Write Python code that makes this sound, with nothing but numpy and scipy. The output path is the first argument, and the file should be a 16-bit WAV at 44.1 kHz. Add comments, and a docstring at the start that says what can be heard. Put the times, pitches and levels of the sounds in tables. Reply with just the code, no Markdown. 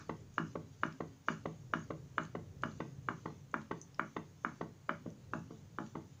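"""A toy boat's candle-heated sheet-metal boiler: steam snaps the flat sheet out with a bright pop;
it flops back with a duller knock as the steam condenses. Each snap rings a small room and the low
resonances of stand and room. Water sizzles and ticks in the boiler over a low indoor rumble,
hiss and a faint whine."""
import sys
import numpy as np
from scipy import signal
from scipy.fft import rfft, irfft, next_fast_len
from scipy.io import wavfile
from scipy.ndimage import uniform_filter1d, map_coordinates

SR = 44100
rng = np.random.default_rng(int(sys.argv[2]) if len(sys.argv) > 2 else 0)


def master_out(mix):
    """Clip the mix to full scale and print it as 16-bit PCM to the path in sys.argv[1]."""
    frames = np.transpose(np.atleast_2d(mix))
    ceiling = np.clip(frames, -1, 1)
    pcm = np.round(ceiling * 32767).astype(np.int16)
    wavfile.write(sys.argv[1], SR, pcm)


N = 273420

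# Sheet snaps out: start_s, thump_db, body_db, body_hz, rim_db, edge_db, edge_hz, sizzle_db
POPS = [(-0.055, -33.5, -20.5, 1366, -38, -47, 2960, -64.5), (0.381, -27, -20, 1330, -40, -40, 2870, -66.5),
        (0.8339, -26, -19, 1336, -37, -39.5, 2900, -66.5),
        (1.2847, -26.5, -19, 1340, -36.5, -39.5, 2890, -64),
        (1.7365, -26.5, -19.5, 1335, -38, -41.5, 2890, -66),
        (2.1812, -27.5, -19.5, 1333, -37, -40.5, 2910, -74.5),
        (2.6352, -29, -23, 1310, -41.5, -42.5, 2900, -66.5),
        (3.0866, -27, -22, 1280, -40, -47.5, 2870, -70), (3.5414, -26.5, -22, 1284, -39, -50, 2810, -71),
        (3.995, -27.5, -20.5, 1295, -35, -47, 2960, -72), (4.4478, -28.5, -21.5, 1306, -38, -50, 2940, -72),
        (4.893, -27.5, -21.5, 1306, -36, -46, 2950, -71), (5.3351, -27.5, -26, 1280, -52, -48, 2690, -68.5),
        (5.7856, -28, -28, 1253, -51, -54.5, 3040, -73)]
# Sheet flops back: start_s, thump_db, body_db, body_hz, rim_db, edge_db, edge_hz
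KNOCKS = [(0.0925, -36, -29, 465, -31, -40.5, 1990), (0.5535, -36, -29, 474, -33, -48.5, 2060),
          (1.0035, -35, -28, 460, -33, -43.5, 1960), (1.4548, -37, -27.5, 480, -31.5, -41, 1990),
          (1.9035, -36.5, -29.5, 486, -32, -44.5, 2030), (2.3495, -37, -29.5, 465, -35, -44, 1980),
          (2.8015, -35, -31, 474, -33.5, -40.5, 1980), (3.2555, -35.5, -36, 465, -32, -44, 1970),
          (3.7095, -35.5, -28.5, 428, -29.5, -38.5, 1940), (4.1635, -36.5, -29, 434, -29, -38, 1980),
          (4.6095, -36.5, -28.5, 460, -32.5, -43, 1910), (5.0595, -36, -39.5, 515, -47, -61, 2000),
          (5.5055, -41, -47.5, 470, -48, -63, 2110), (5.9515, -35.5, -38.5, 377, -35, -50, 2020)]
# Brief swings per snap; thump is the whole sheet's low push: nominal_hz, peak_ms, rise_ms, fall_ms, gain_db
POP_BODY = [(1328, 1.108, 0.5, 0.56, 3), (1534, 4.695, 1.1, 1.8, -20.5), (1050, 3.5, 1.1, 1.8, -48),
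            (618.4, 1.66, 3.6, 2.44, -19.5)]
POP_RIM = [(2138, 1.266, 1, 0.52, 3.5), (1900, 2.88, 0.27, 0.7, 1)]
POP_EDGE = [(2930, 1.304, 0.93, 2.5, -1), (3440, 1.1, 0.4, 0.76, -5.5), (5030, 1, 0.83, 0.93, -24),
            (6550, 0.46, 0.38, 1, -16)]
POP_THUMP = [(302, 3, 1.32, 1.91, -6), (460, -2.5, 3.4, 3.3, -23), (213, 19, 1.43, 4.5, -6)]
KNOCK_BODY = [(464, 2.81, 1.33, 2.34, -3), (669, 5.56, 1.76, 0.4, -5.5), (564, 6.26, 0.14, 2.3, -7.5)]
KNOCK_RIM = [(1154, 3.53, 1.1, 1.26, -3.5), (1522, 14, 4.6, 3.6, -22), (918, 7.16, 2.1, 0.74, -2)]
KNOCK_EDGE = [(1944, 3.6, 0.46, 2.13, -1), (2830, 2.45, 0.9, 0.52, -14.5), (3480, 3.5, 1.1, 2.1, -22),
              (6170, 8.2, 1.6, 1.6, -24.5)]
KNOCK_THUMP = [(232, 5.04, 0.87, 1.03, 5.5), (340, 1.46, 2.8, 0.54, -9.5), (211.4, 17.93, 1.96, 5, -2)]
# Low resonances of stand and room: pitch_hz, gain_db, t60_s
BOOM_MODES = [(94.7, -13, 0.94), (159.2, -6, 0.28), (215.9, -13, 0.28), (271.4, -20.5, 1), (327, -7, 0.19),
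              (387, -15.5, 0.28), (441.6, -5, 0.14), (566, -10.5, 0.23), (634, -4.5, 0.14),
              (712, -2.5, .14), (848, -11.5, 0.18)]
# Room decay: freq_hz, t60_s
ROOM_DECAY = [(200, 0.54), (700, 0.27), (1400, 0.23), (3000, 0.36), (7000, 0.18)]
# Collapsing bubbles: start_s, level_db, pitch_hz, tap_gain_db
BUBBLES = [(0.3413, -45, 6400, -3), (0.8636, -44, 6160, -8), (0.925, -45, 4970, 13),
           (1.7945, -44, 6270, -9), (2.234, -40, 6450, -2), (2.2518, -43.5, 6600, 14),
           (2.622, -45, 6500, 12), (2.716, -48.5, 4170, 1), (3.515, -47.5, 6540, -8),
           (3.616, -52, 6950, 18), (3.815, -29.5, 6150, -19), (3.945, -42, 5150, 6), (5.1033, -47, 6060, 4),
           (5.3911, -50, 6450, 3), (5.5094, -55, 4670, -8), (5.8647, -51, 6700, 17.5)]
# Noise spectra: freq_hz, relative_density_db
SIZZLE_SPECTRUM = [(1500, -21), (3000, -6.5), (4300, -6.5), (5400, -5.5), (6500, 2), (7200, -5.5),
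                   (8200, -45), (12000, -38)]
RUMBLE_SPECTRUM = [(15, -67), (25, -9.5), (43, -25.5), (91, -2), (137, 2), (238, -17.5), (477, -20),
                   (1200, -56), (1560, -101), (2640, -120)]
HISS_SPECTRUM = [(290, -31.5), (500, -0.5), (915, 1), (4020, -10), (5130, -11.5), (6650, -7), (8490, -19.5),
                 (13100, -23), (14900, -17.5), (15500, -8.5)]
# Rumble envelope: time_s, level_db
RUMBLE_LEVELS = [(0.0, -55), (0.26, -53.5), (1.28, -60.5), (1.5, -54.5), (2.12, -57), (2.68, -51.5),
                 (3.94, -61), (5.63, -54.5), (6.2, -61)]

RATTLE_BAND = signal.butter(3, [1100, 3800], "band", fs=SR, output="sos")
PRE_ONSET_S = 0.012
SCATTER_DB = 2.5  # mode spread, snap to snap


def sheet_snaps(events, body, rim, edge, thump, rattle_db, rattle_peak_s, wake_db, boom_db, boom_delay_s):
    """The sheet buckles: a click and a low push, both driving room tail and boom."""
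    lead = SR // 4  # holds a snap begun before 0 s
    out = np.zeros(lead + N + SR)
    shared_tail = room_tail()
    t = np.arange(SR // 25) / SR - PRE_ONSET_S
    rattle_envelope = amp(-60 * np.abs(t - rattle_peak_s) / np.where(t < rattle_peak_s, 0.012, 0.035))
    for start_s, thump_db, body_db, body_hz, rim_db, edge_db, edge_hz, *_ in events:
        push = amp(thump_db) * sheet_swing(thump, thump[0][0])
        click = amp(body_db) * sheet_swing(body, body_hz)
        click += amp(rim_db) * sheet_swing(rim, rim[0][0])
        click += amp(edge_db) * sheet_swing(edge, edge_hz)
        # finer modes blur into a rattle
        rattle = signal.sosfilt(RATTLE_BAND, rattle_envelope * rng.standard_normal(len(t)))
        click += amp(edge_db + rattle_db) * rattle
        tail = 0.55 * shared_tail + 0.85 * room_tail()
        dullness_db = thump_db - body_db
        sound = amp(-7.5 + 0.3 * dullness_db) * signal.fftconvolve(click + amp(-6) * push, tail)
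        boom_drive = push + amp(wake_db + dullness_db) * click
        sound += amp(boom_db) * signal.fftconvolve(boom_drive, boom(boom_delay_s))
        sound[:len(click)] += click + push
        out[lead + round((start_s - PRE_ONSET_S) * SR):][:len(sound)] += sound
    return out[lead:lead + N]


def sheet_swing(modes, pitch_hz):
    """A few cycles per mode under a skewed Gaussian; all tuned so the first lands on pitch_hz."""
    t_ms = (np.arange(SR // 25) / SR - PRE_ONSET_S) * 1000
    tuning = pitch_hz / modes[0][0]
    out = np.zeros(len(t_ms))
    for k, (hz, peak_ms, rise_ms, fall_ms, gain_db) in enumerate(modes):
        gain = amp(gain_db + SCATTER_DB * rng.normal() * (k > 0))
        width_ms = np.where(t_ms < peak_ms, rise_ms, fall_ms)
        envelope = np.exp(-0.5 * ((t_ms - peak_ms) / width_ms) ** 2)
        out -= gain * envelope * np.cos(2 * np.pi * hz * tuning * (t_ms - peak_ms) / 1000)
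    return out


def boom(delay_s, swell_s=0.0072, waver_rad=1.2):
    """Stand and room modes swell and waver as echoes return; neighbours alternate in sign."""
    t = np.arange(SR // 2) / SR
    knots_s = np.arange(13) / 24
    ring = np.zeros(len(t))
    for k, (hz, gain_db, t60_s) in enumerate(BOOM_MODES):
        envelope = amp(gain_db + SCATTER_DB * rng.normal() - 60 * t / t60_s)
        drift_rad = np.interp(t, knots_s, waver_rad * rng.standard_normal(13) * (knots_s > 0))
        ring += (-1) ** k * envelope * np.sin(2 * np.pi * hz * t + drift_rad)
    ring *= 1 - np.exp(-t / swell_s)
    return np.pad(ring, (round(delay_s * SR), 0))[:len(t)]


def room_tail(build_up_s=0.004):
    """Diffuse reflections: noise decaying per band, unit energy."""
    hz, t, bands = signal.stft(rng.standard_normal(SR // 2), SR, nperseg=256)
    decay = amp(-60 * t / log_interp(ROOM_DECAY, hz)[:, None])
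    tail = signal.istft(bands * decay, SR, nperseg=256)[1][:SR // 2]
    tail *= np.clip(np.arange(len(tail)) / SR / build_up_s, 0, 1) ** 2
    return tail / np.linalg.norm(tail)


def bubble_ticks():
    """Bubbles collapse on hot metal: two-tone ring, sharp spit, tap on the sheet, room tail."""
    out = np.zeros(N + SR)
    t = np.arange(SR // 50) / SR
    attack = (1 - np.exp(-t / 0.00048)) ** 2
    tap_tones = np.sin(2 * np.pi * 2900 * t) + np.sin(2 * np.pi * 4300 * t)
    for start_s, level_db, pitch_hz, tap_db in BUBBLES:
        phase = 2 * np.pi * pitch_hz * t
        ring = amp(-60 * t / 0.007) * (np.sin(phase) + 0.62 * np.sin(1.058 * phase))
        spit = amp(-17 - 60 * t / 0.0042) * np.sin(1.38 * phase)
        tap = amp(tap_db - 60 * t / 0.0021) * tap_tones
        click = amp(level_db) * attack * (ring + spit + tap)
        sound = amp(-6) * signal.fftconvolve(click, room_tail())
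        sound[:len(click)] += click
        out[round(start_s * SR):][:len(sound)] += sound
    return out[:N]


def sizzle(simmer_db=-76.5, lag_s=0.02, rise_s=0.017, fall_s=0.062):
    """Water boils on the sheet in thin wavering bands, peaking just after each pop."""
    t = np.arange(N) / SR
    power = np.full(N, amp(simmer_db) ** 2)
    for start_s, *_, sizzle_db in POPS:
        peak_s = start_s + lag_s
        power += amp(sizzle_db) ** 2 * np.exp(-np.abs(t - peak_s) / np.where(t < peak_s, rise_s, fall_s))
    fizz = patchy_noise(SIZZLE_SPECTRUM, spread_db=4, bins=2, frames=14)
    flicker_db = 2 * wobble(14) + 0.5 * wobble(60)
    return np.sqrt(power) * amp(flicker_db) * fizz


def background(hiss_db=-70.5, whine_db=-103, whine_hz=13704):
    """Building rumble, steady hiss, faint whine."""
    t = np.arange(N) / SR
    rumble_db = np.interp(t, *np.transpose(RUMBLE_LEVELS)) + 1.2 * wobble(8)
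    rumble = amp(rumble_db) * patchy_noise(RUMBLE_SPECTRUM, spread_db=0.8)
    hiss = amp(hiss_db) * patchy_noise(HISS_SPECTRUM, spread_db=0.2)
    whine = amp(whine_db) * np.sin(2 * np.pi * whine_hz * t + 1.5 * wobble(40))
    return rumble + hiss + whine


def patchy_noise(spectrum, spread_db, bins=5, frames=10):
    """Coloured noise, rms 1, with random gain patches of bins x frames."""
    bands = signal.stft(rng.standard_normal(N + 512), nperseg=512)[2]
    patches = uniform_filter1d(rng.standard_normal(bands.shape), bins, axis=0)
    patches = uniform_filter1d(patches, frames, axis=1)
    noise = signal.istft(bands * amp(spread_db * unit_rms(patches)), nperseg=512)[1][:N]
    return unit_rms(filtered(noise, lambda hz: amp(log_interp(spectrum, hz))))


def wobble(rate_hz):
    """Spline through random knots."""
    knots = rng.standard_normal(int(N * rate_hz / SR) + 4)
    return map_coordinates(knots, [np.arange(N) * rate_hz / SR])


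def filtered(x, response):
    """Apply response(hz) by FFT."""
    size = next_fast_len(N + SR // 2)
    return irfft(rfft(x, size) * response(np.fft.rfftfreq(size, 1 / SR)), size)[..., :N]


def log_interp(points, hz):
    """Interpolate over log frequency."""
    knots_hz, values = np.transpose(points)
    return np.interp(np.log(hz + 1), np.log(knots_hz + 1), values)


def amp(db):
    """dB to gain."""
    return 10 ** (np.asarray(db) / 20)


def unit_rms(x):
    """Scale to rms 1."""
    return x / np.sqrt(np.mean(x ** 2) + 1e-20)


def scene():
    """Boiler and background, mono."""
    pops = sheet_snaps(POPS, POP_BODY, POP_RIM, POP_EDGE, POP_THUMP, rattle_db=-2.5,
                       rattle_peak_s=0.0019, wake_db=3.5, boom_db=-38.5, boom_delay_s=0.00704)
    knocks = sheet_snaps(KNOCKS, KNOCK_BODY, KNOCK_RIM, KNOCK_EDGE, KNOCK_THUMP, rattle_db=-4,
                         rattle_peak_s=0.005, wake_db=-4, boom_db=-42, boom_delay_s=0.00631)
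    # the sheet's sounds are rolled off below about 90 Hz
    sheet = filtered(pops + knocks, lambda hz: (1j * hz / (90 + 1j * hz)) ** 2)
    return (sheet + bubble_ticks() + sizzle() + background())[None]


def record(dry):
    """Brick-wall low-pass."""
    cutoff_hz = 15560
    return filtered(dry, lambda hz: hz < cutoff_hz)


dry = scene()
out = record(dry)
master_out(out)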